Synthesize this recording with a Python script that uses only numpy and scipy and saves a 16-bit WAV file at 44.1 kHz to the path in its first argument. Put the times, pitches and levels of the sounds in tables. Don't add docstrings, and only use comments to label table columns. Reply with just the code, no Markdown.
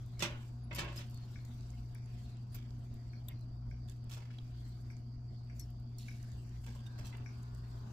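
import sys
import numpy as np
from scipy import signal
from scipy.fft import rfft, irfft
from scipy.io import wavfile
from scipy.ndimage import uniform_filter1d

SR = 44100
rng = np.random.default_rng(int(sys.argv[2]) if len(sys.argv) > 2 else 0)


def invert_db(x):
    u = np.asarray(x, float) / 20
    return 10 ** u


def store_pcm(level_fs):
    pcm = np.round(np.clip(level_fs, -1, 1) * 32767).astype(np.int16)
    wavfile.write(sys.argv[1], SR, np.atleast_2d(pcm).T)


N = 349272

# (time [s], blow level [dB], thud re blow [dB], sparkle re blow [dB], rattle t60 [s])
RACK_BLOWS = [(0.193, -40.5, -8, -11, 0.15), (0.204, -39.5, -4, -14, 0.081),
              (0.222, -25.5, -2, -16.5, 0.14), (0.3, -46.5, 8, -37, 0.5), (0.7277, -45.5, 3, -22, 0.11),
              (.92, -53, 0, -10, 0.42), (0.708, -42, 3, -44, 0.12), (0.7469, -40.5, -2.5, -17, 0.27),
              (0.7825, -30, -4, -15.5, 0.14), (0.83, -42, 4.5, -37, 0.32), (0.8688, -43.5, 5.5, -30, 0.25),
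              (0.959, -45.5, -1, -5, 0.16), (0.978, -44, -2, -11, 0.17), (0.808, -38, 2, -26, 0.098),
              (1.005, -49, -9, -31, 0.15), (.25, -36, -5, -29, 0.17), (.895, -52.5, 3, -20, 0.19)]
# (frequency [Hz], level [dB], t60 [s])
RACK_MODES = [(958, -2, 0.27), (1184, -20, 5.0), (1696, -9, 0.26), (2099, -9, 0.37), (2218, -12, 0.37),
              (2379, -12, 0.41), (2632, 0, 0.1), (2923, -7, 0.36), (3138, -3, 0.15), (3445, -2, 0.17),
              (4398, -14, 0.28), (4635, -6, 0.14), (5023, -7, 0.13), (5679, -7, 0.14), (6056, -11, 0.12),
              (6982, -16, 0.16), (7590, -15, 0.15), (8554, -29, 0.21), (9119, -24, 0.12), (9318, -23, 0.12),
              (9706, -21, 0.084), (9862, -29, 0.19)]
# (frequency [Hz], level [dB], t60 [s])
TONG_MODES = [(4790, -5, 5.0), (5518, -53, 5.0), (7450, -12, 0.17), (7600, -22, 0.33), (8952, -46, 0.23),
              (9700, -7, 0.082), (10360, 1, 0.12), (10950, -14, 0.032), (12010, 2.5, 0.096),
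              (12390, -50, 5.0), (12900, -30, 0.16), (13460, -48, 5.0), (14700, -18, 0.071),
              (12400, -15, 0.031)]
RACK_PIVOTS_HZ = (560, 2770, 12500)
TONG_PIVOTS_HZ = (3100, 7260, 12300)
DRAG_PAN_DB = -0.3


def evened(x):
    return x / np.sqrt(np.mean(x ** 2) + 1e-20)


def read(points, hz):
    f, value = np.transpose(points)
    return np.interp(np.log(hz + 1), np.log(f + 1), value)


def follow(rows):
    s, level_db = np.transpose(rows)
    return np.interp(np.arange(N) / SR, s, level_db)


def sides(pan_db):
    return invert_db(np.array([[pan_db / 2], [-pan_db / 2]]))


def add(mix, s, sound):
    part = mix[:, round(s * SR):][:, :sound.shape[1]]
    part += sound[:, :part.shape[1]]


def placed(rows, pan_db):
    return [(*row, pan_db) for row in rows]


def fuzz(hz, width_hz):
    band_hz = [hz - width_hz / 2, hz + width_hz / 2]
    sos = signal.butter(2, band_hz, "band", fs=SR, output="sos")
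    return evened(signal.sosfilt(sos, rng.standard_normal((2, N))))


def noise(spectrum, patchy_db, flicker_db):
    # (frequency [Hz], correlation [0-1])
    likeness = [(60, 1), (130, 0.89), (290, 0.77), (640, 0.016), (15000, 0.035)]
    frames, hz = N // 256 + 5, np.fft.rfftfreq(1024, 1 / SR)
    a, b, c, d, patches = rng.standard_normal((frames, 513, 5)).T
    patches = uniform_filter1d(patches, size=12, axis=0)
    patches = evened(uniform_filter1d(patches, size=12, axis=1))
    flicker = evened(uniform_filter1d(rng.standard_normal(frames), size=3))
    same = np.clip(read(likeness, hz), -1, 1)[:, None]
    left = a + 1j * b
    right = same * left + np.sqrt(1 - same ** 2) * (c + 1j * d)
    level_db = read(spectrum, hz)[:, None] + patchy_db * patches + flicker_db * flicker
    z = np.array([left, right]) * invert_db(level_db)
    return evened(signal.istft(z, nperseg=1024, noverlap=768)[1][:, :N])


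def ring(modes, spread_db, longest_s, size=22050):
    hz, db, t60 = np.transpose(modes)[:, None, :, None]
    t = np.arange(size) / SR
    apart = np.minimum(hz / 2500, 1)
    luck = rng.standard_normal((2, len(modes), 1))
    phase = rng.random((2, len(modes), 1))
    fading_db = db + spread_db * apart * luck - 60 * t / np.clip(t60, .01, longest_s)
    contact = np.minimum(t / 0.002, 1)
    return contact * (invert_db(fading_db) * np.sin(2 * np.pi * (hz * t + phase * apart))).sum(1)


def strike(rows, modes, pivots_hz, longest_s, mesh_db, mesh_t60_s, chatter_per_s, size, rise_s=0):
    # (frequency [Hz], left-right [dB])
    shading = [(250, -6), (600, 5), (2000, 0), (4500, -5), (8000, -6.5), (12000, 7)]
    treble_hz, treble_share = 7200, 3.8
    out = np.zeros((2, N))
    t = np.arange(size) / SR
    hz = np.fft.rfftfreq(2 * size, 1 / SR)
    for s, db, low_db, high_db, rattle_s, pan_db in rows:
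        contacts = (rng.random(size) < chatter_per_s / SR) * rng.standard_normal(size)
        contacts = contacts * invert_db(-60 * t / max(rattle_s, .004))
        contacts[0] = 1
        contacts *= np.minimum((t + .002) / (rise_s + .002), 1)

        mesh = rng.standard_normal((2, size)) * invert_db(mesh_db - 60 * t / mesh_t60_s)
        mesh = signal.lfilter(*signal.butter(1, 900, "high", fs=SR), mesh)
        apart = signal.lfilter(*signal.butter(2, 600, "high", fs=SR), 1.26 * mesh[1] - mesh[0])
        mesh[1] = mesh[0] + apart
        buzz = evened(uniform_filter1d(rng.standard_normal(size), size=130))
        mesh *= invert_db(1.5 * buzz)

        bent = np.array(modes) * [1 + .006 * rng.standard_normal(), 1, 1]
        body = ring(bent, spread_db=4.5, longest_s=longest_s, size=size)
        body = body / np.abs(body).max() + mesh
        colour_db = read([(120, low_db), *zip(pivots_hz, (low_db, 0, high_db))], hz)
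        colour_db = colour_db + np.outer([.5, -.5], read(shading, hz))
        whole = rfft(body, 2 * size) * rfft(contacts, 2 * size) * invert_db(colour_db)
        treble = irfft(whole / (1 + (treble_hz / (hz + 1)) ** 4))[:, :size]
        treble_fade = invert_db(-60 * t / (treble_share * rattle_s + 0.083))
        sound = irfft(whole)[:, :size] - treble * (1 - treble_fade)
        peak_power = uniform_filter1d((sound ** 2).mean(0), size=300).max()
        sound *= invert_db(db - 6.0) / np.sqrt(peak_power)
        add(out, s, sound * sides(pan_db))
    return out


def machine():
    # (frequency [Hz], level [dB])
    shaft_tones = [(56.98, 0), (58.02, -1.6), (58.38, -6.7), (59.03, -.8)]
    # (frequency [Hz], width [Hz], level [dB])
    casing_modes = [(181.4, 14, -70), (232.1, 26.2, -62.5), (340, 101, -72.5), (713, 32, -79.5)]
    hum_hz, hum_db, overtone_db, shaft_db = 120.01, -46, -70, -59
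    in_step_s = 6.625
    t = np.arange(N) / SR
    tones = invert_db(hum_db) * np.sin(2 * np.pi * hum_hz * t)
    tones += invert_db(overtone_db) * np.sin(2 * np.pi * 2 * hum_hz * t)
    for hz, db in shaft_tones:
        tones += invert_db(shaft_db + db) * np.cos(2 * np.pi * hz * (t - in_step_s))
    casing = sum(invert_db(db) * fuzz(hz, width_hz) for hz, width_hz, db in casing_modes)
    return np.sqrt(2) * tones * sides(1.0) + casing[0] + 0.13 * casing[1] * np.array([[1], [-1]])


def still_air():
    # (frequency [Hz], level per Hz [dB])
    air_spectrum = [(12, -61), (20, -18), (68, 8), (123, -8.5), (146, -17), (172, -15.5), (234, -12.5),
                    (485, -32), (698, -22.5), (802, -49), (3740, -59), (4670, -41), (8890, -99),
                    (14300, -99), (16000, -76)]
    return invert_db(-53) * noise(air_spectrum, patchy_db=1.0, flicker_db=-3.5)


def snaps(per_s, spread_db):
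    size = invert_db(spread_db * np.minimum(rng.exponential(1, (2, N)), 5))
    size = size * (rng.random((2, N)) < per_s / SR)
    snap = rng.standard_normal(400) * invert_db(-60 * np.arange(400) / SR / 0.012)
    leaky = size + .5 * size[::-1]
    return evened(np.diff(signal.oaconvolve(leaky, snap[None], axes=1))[:, :N])


def rustle():
    # (time [s], level [dB])
    arm_effort = [(0, -78.5), (.45, -74), (.66, -87), (1.1, -76), (1.65, -75), (2.0, -81.5), (2.2, -73.5),
                  (2.45, -82.5), (2.85, -80), (3.6, -86), (4.4, -82.5), (4.68, -75.5), (5.2, -88.5),
                  (5.55, -82), (5.85, -86.5), (6.2, -74.5), (7.0, -79.5), (7.92, -75)]
    # (frequency [Hz], level [dB])
    top_spectrum = [(900, -53), (2500, -26), (5500, -0.5), (8000, 5.5), (9000, 1.5), (15000, 2.5),
                    (16000, -51)]
    body_spectrum = [(500, -41.5), (1500, -6), (3500, -7.5), (6000, -10.5), (9000, -27)]
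    rest_db, rest_body_db, body_share = -77.5, -74.5, 0.78
    top_db = follow(arm_effort)
    body_db = rest_body_db + body_share * (top_db - rest_db)
    out = invert_db(top_db + 2.0) * noise(top_spectrum, patchy_db=2.0, flicker_db=2.5) * sides(1.17)
    out += invert_db(top_db - 21.5) * snaps(per_s=73, spread_db=-6.0)
    out += invert_db(body_db + 3.0) * noise(body_spectrum, patchy_db=3.5, flicker_db=1.0) * sides(-0.085)
    return out


def traffic():
    # (time [s], level [dB])
    road_swell = [
        (0, -68.5),
        (1.3, -65.5),
        (2.5, -69.5),
        (3.3, -68),
        (5.4, -70),
        (6.6, -68.5),
        (7.1, -60.5),
        (7.5, -67),
        (7.92, -61),
    ]
    # (frequency [Hz], level [dB])
    road_spectrum = [(200, 10.5), (450, -5.5), (900, -0.5), (1500, -7.5), (2500, -46)]
    road = noise(road_spectrum, patchy_db=0.5, flicker_db=1.5)
    return invert_db(follow(road_swell) + 3.5) * road * sides(2.8)


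def motor_whine():
    # (frequency [Hz], level [dB])
    whine_tones = [(409.1, -73), (1028, -80), (1125, -80), (1233, -82), (1432, -79), (1529, -80),
                   (1723, -84)]
    # (time [s], level [dB])
    whine_swell = [
        (0, -40),
        (6.8, -30),
        (7.1, 0),
        (7.4, 1),
        (7.92, -1),
    ]
    return invert_db(follow(whine_swell)) * sum(invert_db(db) * fuzz(hz, 6.9) for hz, db in whine_tones)


def insect_chorus():
    # (time [s], level [dB])
    chorus_swell = [
        (0, -85),
        (.7, -78.5),
        (1.3, -77.5),
        (7.92, -75.5),
    ]
    waver = evened(uniform_filter1d(rng.standard_normal(N), size=3000))
    return invert_db(follow(chorus_swell) - 3.5) * fuzz(4750, 330) * sides(-13.0) * invert_db(1.73 * waver)


def tong_clicks():
    # (time [s], level [dB], sparkle re click [dB], left-right [dB])
    click_events = [(0.061, -60, -3, 16), (1.11, -55, -2, 10), (1.098, -58, -4, 12), (1.1448, -57, -4, 18),
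                    (1.175, -54, -17, 4), (1.4504, -50.5, -9, 0), (1.608, -61, -24, -11),
                    (1.704, -60.5, -24, -14), (1.948, -48.5, -1, 9), (2.058, -61.5, -14, -10),
                    (2.37, -64, -20, -5), (2.7065, -60, -28, -6), (2.941, -55, 0, 1), (3.286, -44.5, 8, 20),
                    (3.7097, -62, -4, 2), (3.686, -72, -20, 2), (3.392, -60, 5, 0), (3.41, -58.5, -2, 0),
                    (3.702, -67, -1, -6), (3.897, -46, -8, 6), (4.042, -61, -9, 2), (4.178, -56, -23, 10),
                    (4.968, -64.5, -31, -15), (5.703, -55.5, 5, 3), (5.799, -61, 1, 3),
                    (5.894, -73, -4, -2), (6.1168, -61, 2, -7), (6.1464, -62, 0, -4), (6.228, -58, -4, -17),
                    (6.243, -60, 14, -5), (6.318, -58.5, -11, -13), (6.493, -60, -11, -4),
                    (7.1702, -56.5, 1, -16), (7.431, -53.5, -4, -4), (7.5484, -56.5, 1, -12),
                    (7.717, -72, -30, 2)]
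    thud_db, rattle_s = -13, .014
    clicks = [(s, db, thud_db, high_db, rattle_s, pan_db) for s, db, high_db, pan_db in click_events]
    return strike(clicks, TONG_MODES, TONG_PIVOTS_HZ, longest_s=.016, mesh_db=1, mesh_t60_s=.009,
                  chatter_per_s=300, size=3000)


def cricket():
    # (start [s], length [s], level [dB], first pitch [Hz])
    bursts = [(0.097, 0.22, -75, 4300), (1.064, 0.24, -69, 4530), (1.368, .12, -74, 4330),
              (2.152, 0.26, -74, 4400), (3.078, 0.15, -72, 4430), (3.328, 0.13, -75, 4260),
              (4.55, 0.22, -75, 4400), (5.28, 0.2, -77, 4420), (6.102, 0.23, -79, 4440),
              (6.882, 0.3, -71, 4290), (7.555, 0.24, -78, 4420)]
    sag_hz_per_s, blur_hz, syllables_per_s = 1200, 90, 14.7
    out = np.zeros((2, N))
    for s, length_s, db, hz in bursts:
        t = np.arange(0, length_s, 1 / SR)
        a, b = rng.standard_normal((SR // 2, 2, 2)).T[..., :len(t)]
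        blur = signal.lfilter(*signal.butter(2, blur_hz, fs=SR), a + 1j * b)
        turns = hz * t - sag_hz_per_s * t ** 2 / 2
        whistle = evened((blur * np.exp(2j * np.pi * turns)).real)
        throb = 0.47 + np.sin(np.pi * syllables_per_s * t) ** 2
        add(out, s, invert_db(db) * np.sin(np.pi * t / length_s) * throb * whistle * sides(1.4))
    return out


def wire_pings():
    # (time [s], level [dB], frequency [Hz], t60 [s], left-right [dB])
    ping_events = [(.172, -68, 2180, .13, 0), (.635, -72, 10500, .15, 16), (.757, -52, 5140, .045, -9),
                   (.974, -47, 5030, .07, 2), (3.2835, -51, 3620, .025, 6), (3.308, -63, 2110, .1, 1),
                   (3.329, -75, 5850, .12, -11), (3.885, -66, 3480, .08, -9), (4.385, -54, 3340, .016, -8),
                   (5.598, -56, 5400, .13, 1), (5.984, -59, 4290, .25, -5), (5.589, -62, 6050, .07, 0),
                   (5.597, -64, 4330, .15, 0), (3.218, -67, 760, .06, 0), (5.985, -62, 5540, .15, 7),
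                   (6.861, -58, 3640, .07, -10), (.224, -44, 2640, .05, -4), (7.126, -57, 2050, .09, 1),
                   (.713, -48, 2060, .1, -4), (.415, -64, 1040, .09, 3), (.226, -52, 576, .3, 2),
                   (.226, -54, 958, .25, 0), (.226, -54, 3445, .18, -4), (.224, -55, 5679, .12, -5),
                   (.224, -56, 5017, .13, -5), (.224, -58, 1620, .1, 0), (.26, -60, 1150, .3, 0),
                   (.786, -58, 3128, .18, -4), (.8, -55, 3420, .16, -4), (.786, -58, 6191, .09, -5),
                   (.786, -60, 576, .35, 2), (.962, -63, 5810, .08, -3), (3.2832, -47, 12840, .02, 8),
                   (3.2858, -47, 14030, .02, 8), (3.2858, -50, 12300, .02, 8), (3.2832, -55, 7700, .02, 6),
                   (5.597, -58, 6050, .1, 0), (4.3855, -56, 3900, .015, -8), (4.303, -60, 1560, .03, 0),
                   (1.735, -70, 2180, .1, 0)]
    blur = 5.5
    out = np.zeros((2, N))
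    for s, db, hz, t60_s, pan_db in ping_events:
        wires = [(hz + blur * near / t60_s, 0, t60_s) for near in rng.uniform(-1, 1, 4)]
        ping = ring(wires, spread_db=1.5, longest_s=.4, size=14700)
        ping = ping[0] + .4 * ping
        add(out, s, invert_db(db + 4) * ping / np.abs(ping).max() * sides(pan_db))
    return out


def rack_blows():
    return strike(placed(RACK_BLOWS, 0.5), RACK_MODES, RACK_PIVOTS_HZ, longest_s=.1, mesh_db=3.5,
                  mesh_t60_s=.085, chatter_per_s=900, size=14700)


def barrel():
    # (frequency [Hz], level [dB], t60 [s])
    barrel_modes = [(164, 7, 0.15), (213, -4, 0.35), (257, -12, 0.43), (314, -10, 0.35), (342, -1, 0.4),
                    (365, -4.5, 0.22), (424, -12, 0.16), (473, -16, 0.14), (568, -6, 0.36), (604, 0, 0.2),
                    (692, -9, 0.15), (1080, -7, 0.4)]
    out = np.zeros((2, N))
    for s, db, low_db, *_ in RACK_BLOWS:
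        boom = ring(barrel_modes, spread_db=6.0, longest_s=.33)
        add(out, s, invert_db(db + low_db - 14.0) * boom)
    return out


def arm_jingles():
    # (frequency [Hz], level [dB], t60 [s])
    arm_modes = [(5100, -2, .03), (6900, -4, .04), (7400, -2, .04), (8300, -3, .03), (9450, 0, .04),
                 (10990, 0, .04), (11510, 2, .05), (11960, 2, .06), (13050, 2, .04), (14050, -4, .04),
                 (15480, -4, .04)]
    jingle_events = [
        (.1935, -41, -9, -24, .04),
        (.736, -55, -5, 0, .1),
        (.7475, -37.5, 6, 0, .03),
        (.7585, -40.5, 0, -3, .03),
        (.845, -58, -15, 0, .02),
        (.9597, -49, 0, 0, 0.067),
        (.9767, -50, -5, 2, 0.095),
    ]
    return strike(placed(jingle_events, 4.5), arm_modes, TONG_PIVOTS_HZ, longest_s=.06, mesh_db=-17.0,
                  mesh_t60_s=0.018, chatter_per_s=160, size=5000)


def fan_ticks():
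    # (time [s], level [dB])
    tick_events = [(1.3566, -55.5), (1.951, -57.5), (2.5496, -61), (3.132, -59), (3.7107, -58.5),
                   (4.3056, -63), (4.9005, -57), (5.497, -61), (6.0822, -50), (6.6794, -58), (7.2597, -50)]
    # (frequency [Hz], level [dB], t60 [s])
    tick_modes = [(1510, -12, .04), (1630, -10, .04), (1720, -12, .03), (1900, -16, .03), (2100, -12, .04),
                  (2218, -9, .05), (2260, 0, .016), (2350, -10, .05), (2480, -15, .03)]
    rise_s, slap_s, slap_db = .003, .03, -14
    brush_hz, brush_width_hz, brush_db, brush_t60_s = 5520, 780, -21, 0.29
    out = np.zeros((2, N))
    hiss = fuzz(brush_hz, brush_width_hz)
    t = np.arange(6000) / SR
    for s, db in tick_events:
        tick = ring(tick_modes, spread_db=1.5, longest_s=.1, size=len(t)) * np.minimum(t / rise_s, 1)
        tick = tick / np.abs(tick).max()
        brush = hiss[:, round(s * SR):][:, :len(t)] * invert_db(brush_db - 60 * t / brush_t60_s)
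        add(out, s, invert_db(db + 7.5) * (tick * sides(1.2) + brush))
        add(out, s + slap_s, invert_db(db + 11.5 + slap_db) * tick[::-1])
    return out


def tong_claps():
    clap_events = [
        (2.518, -55, 6.9, 4, 0.083),
        (2.5436, -38.5, 1.9, 9.7, 0.029),
    ]
    return strike(placed(clap_events, DRAG_PAN_DB), TONG_MODES, TONG_PIVOTS_HZ, longest_s=0.087,
                  mesh_db=-10.5, mesh_t60_s=0.17, chatter_per_s=510, size=9000, rise_s=0.0023)


def scrapes():
    scrape_events = [(2.552, -56, -9, -20, 0.56), (3.286, -57, 2, -33, 0.24), (3.876, -56.5, -27, 1, 0.33),
                     (4.095, -49, -7, -6, 0.35), (3.27, -65, -30, 19, .2), (4.3, -58.5, -19, -28, 0.54),
                     (4.125, -50, -9, -5, .15), (4.109, -47, -3, -7, 0.41), (4.1657, -50, 22, -34, 0.25),
                     (4.1982, -54.5, 17, -15, 0.75), (5.55, -58.5, -21, 8, 0.68), (5.99, -51, -28, -0.5, 1),
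                     (6.63, -53, -2, -3, 1), (6.6648, -53, 13, -8, 0.41), (6.7505, -52, 29, 5, 0.057),
                     (6.862, -54.5, -25, -5, 0.033), (6.979, -47, 12.5, -9.5, 0.35),
                     (7.0478, -47.5, -25, -6, 0.3), (7.0683, -53, -9, 2, 0.074),
                     (7.1254, -50, -1, -41, 0.37)]
    return strike(placed(scrape_events, DRAG_PAN_DB), RACK_MODES, RACK_PIVOTS_HZ, longest_s=0.025,
                  mesh_db=6, mesh_t60_s=0.022, chatter_per_s=900, size=14700, rise_s=.006)


def wire_catches():
    catch_events = [(4.0957, -52, -10, -6, .02), (4.1112, -48, -10, 3, .02), (4.1675, -60, -25, 12, .006),
                    (4.188, -62, -20, 8, .005), (4.144, -61, -15, 0, .01), (4.3852, -53, -1, -12, .004),
                    (6.6647, -48, 1, -1, .02), (6.752, -63, -10, -1, .01), (6.8567, -65, -15, -10, .02),
                    (6.978, -69, -15, -16, 0.017), (7.01, -57, -5, -16, .03), (7.1, -59, -3, -12, .03),
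                    (6.875, -62, -10, -8, 0.017), (6.988, -58, -15, 3, .008), (7.0483, -53, -20, -7, .01),
                    (7.0683, -45, -20, 3, 0.0092), (7.073, -59, -20, -2, .008), (7.081, -58, -20, 0, .008),
                    (6.03, -62, -25, -5, .03), (6.058, -61, -25, 4, 0.056)]
    return strike(placed(catch_events, DRAG_PAN_DB), RACK_MODES, RACK_PIVOTS_HZ, longest_s=.012,
                  mesh_db=6, mesh_t60_s=.008, chatter_per_s=400, size=2000)


def plate_taps():
    # (frequency [Hz], level [dB], t60 [s])
    plate_modes = [(3456, -8, 0.1), (4290, -12, 0.1), (5400, -4, 0.08), (6000, -10, .04), (6900, -1, 0.057),
                   (7840, -4, 0.041), (8300, 1, 0.026), (10000, -1, 0.033), (10560, -8, 0.04),
                   (11300, -5, 0.045), (11600, -9, 0.057), (14400, -5, 0.032)]
    tap_events = [
        (5.5955, -36.5, -15, 1, 0.11),
        (5.9835, -42, -28, 0, 0.091),
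    ]
    return strike(placed(tap_events, 2.5), plate_modes, TONG_PIVOTS_HZ, longest_s=.1, mesh_db=-5.0,
                  mesh_t60_s=.03, chatter_per_s=120, size=6000)


def wire_squeal():
    start_s, length_s, level_db, hz, width_hz = 6.79, .3, -69, 1580, 130
    out = np.zeros((2, N))
    stroke = signal.windows.tukey(round(length_s * SR), .5)
    add(out, start_s, invert_db(level_db) * stroke * fuzz(hz, width_hz)[:, :len(stroke)])
    return out


def walls(x, t60_s, top_hz):
    t = np.arange(round(.5 * SR)) / SR
    taps = rng.choice([-1., 1.], (2, len(t))) * (rng.random((2, len(t))) < 1500 / SR) * (t > .008)
    taps = signal.lfilter(*signal.butter(1, top_hz, fs=SR), taps * invert_db(-60 * t / t60_s))
    return signal.fftconvolve(x, taps / np.linalg.norm(taps[0]), axes=1)[:, :N]


def scene():
    garden = still_air() + rustle() + traffic() + motor_whine() + insect_chorus() + cricket()
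    near = tong_clicks() + wire_pings() + rack_blows() + barrel() + arm_jingles()
    near += tong_claps() + scrapes() + wire_catches() + plate_taps() + wire_squeal()
    far = fan_ticks()
    echoes = walls(invert_db(-19) * near, t60_s=.25, top_hz=5000)
    echoes += walls(invert_db(-10) * far, t60_s=.33, top_hz=4000)
    return near + far + echoes + machine() + garden


def band_limit(x):
    return signal.sosfilt(signal.butter(12, 16490, fs=SR, output="sos"), x)


def record(dry):
    # (frequency [Hz], level [dB])
    overall_response = [(20, 0), (7900, 0), (8400, -5), (15550, -5), (15800, -30), (22050, -60)]
    hz = np.linspace(0, SR / 2, 1025)
    colour = signal.firwin2(1023, hz, invert_db(read(overall_response, hz)), fs=SR)
    return band_limit(signal.oaconvolve(dry, colour[None], "same", axes=1))


dry = scene()
out = record(dry)
store_pcm(out)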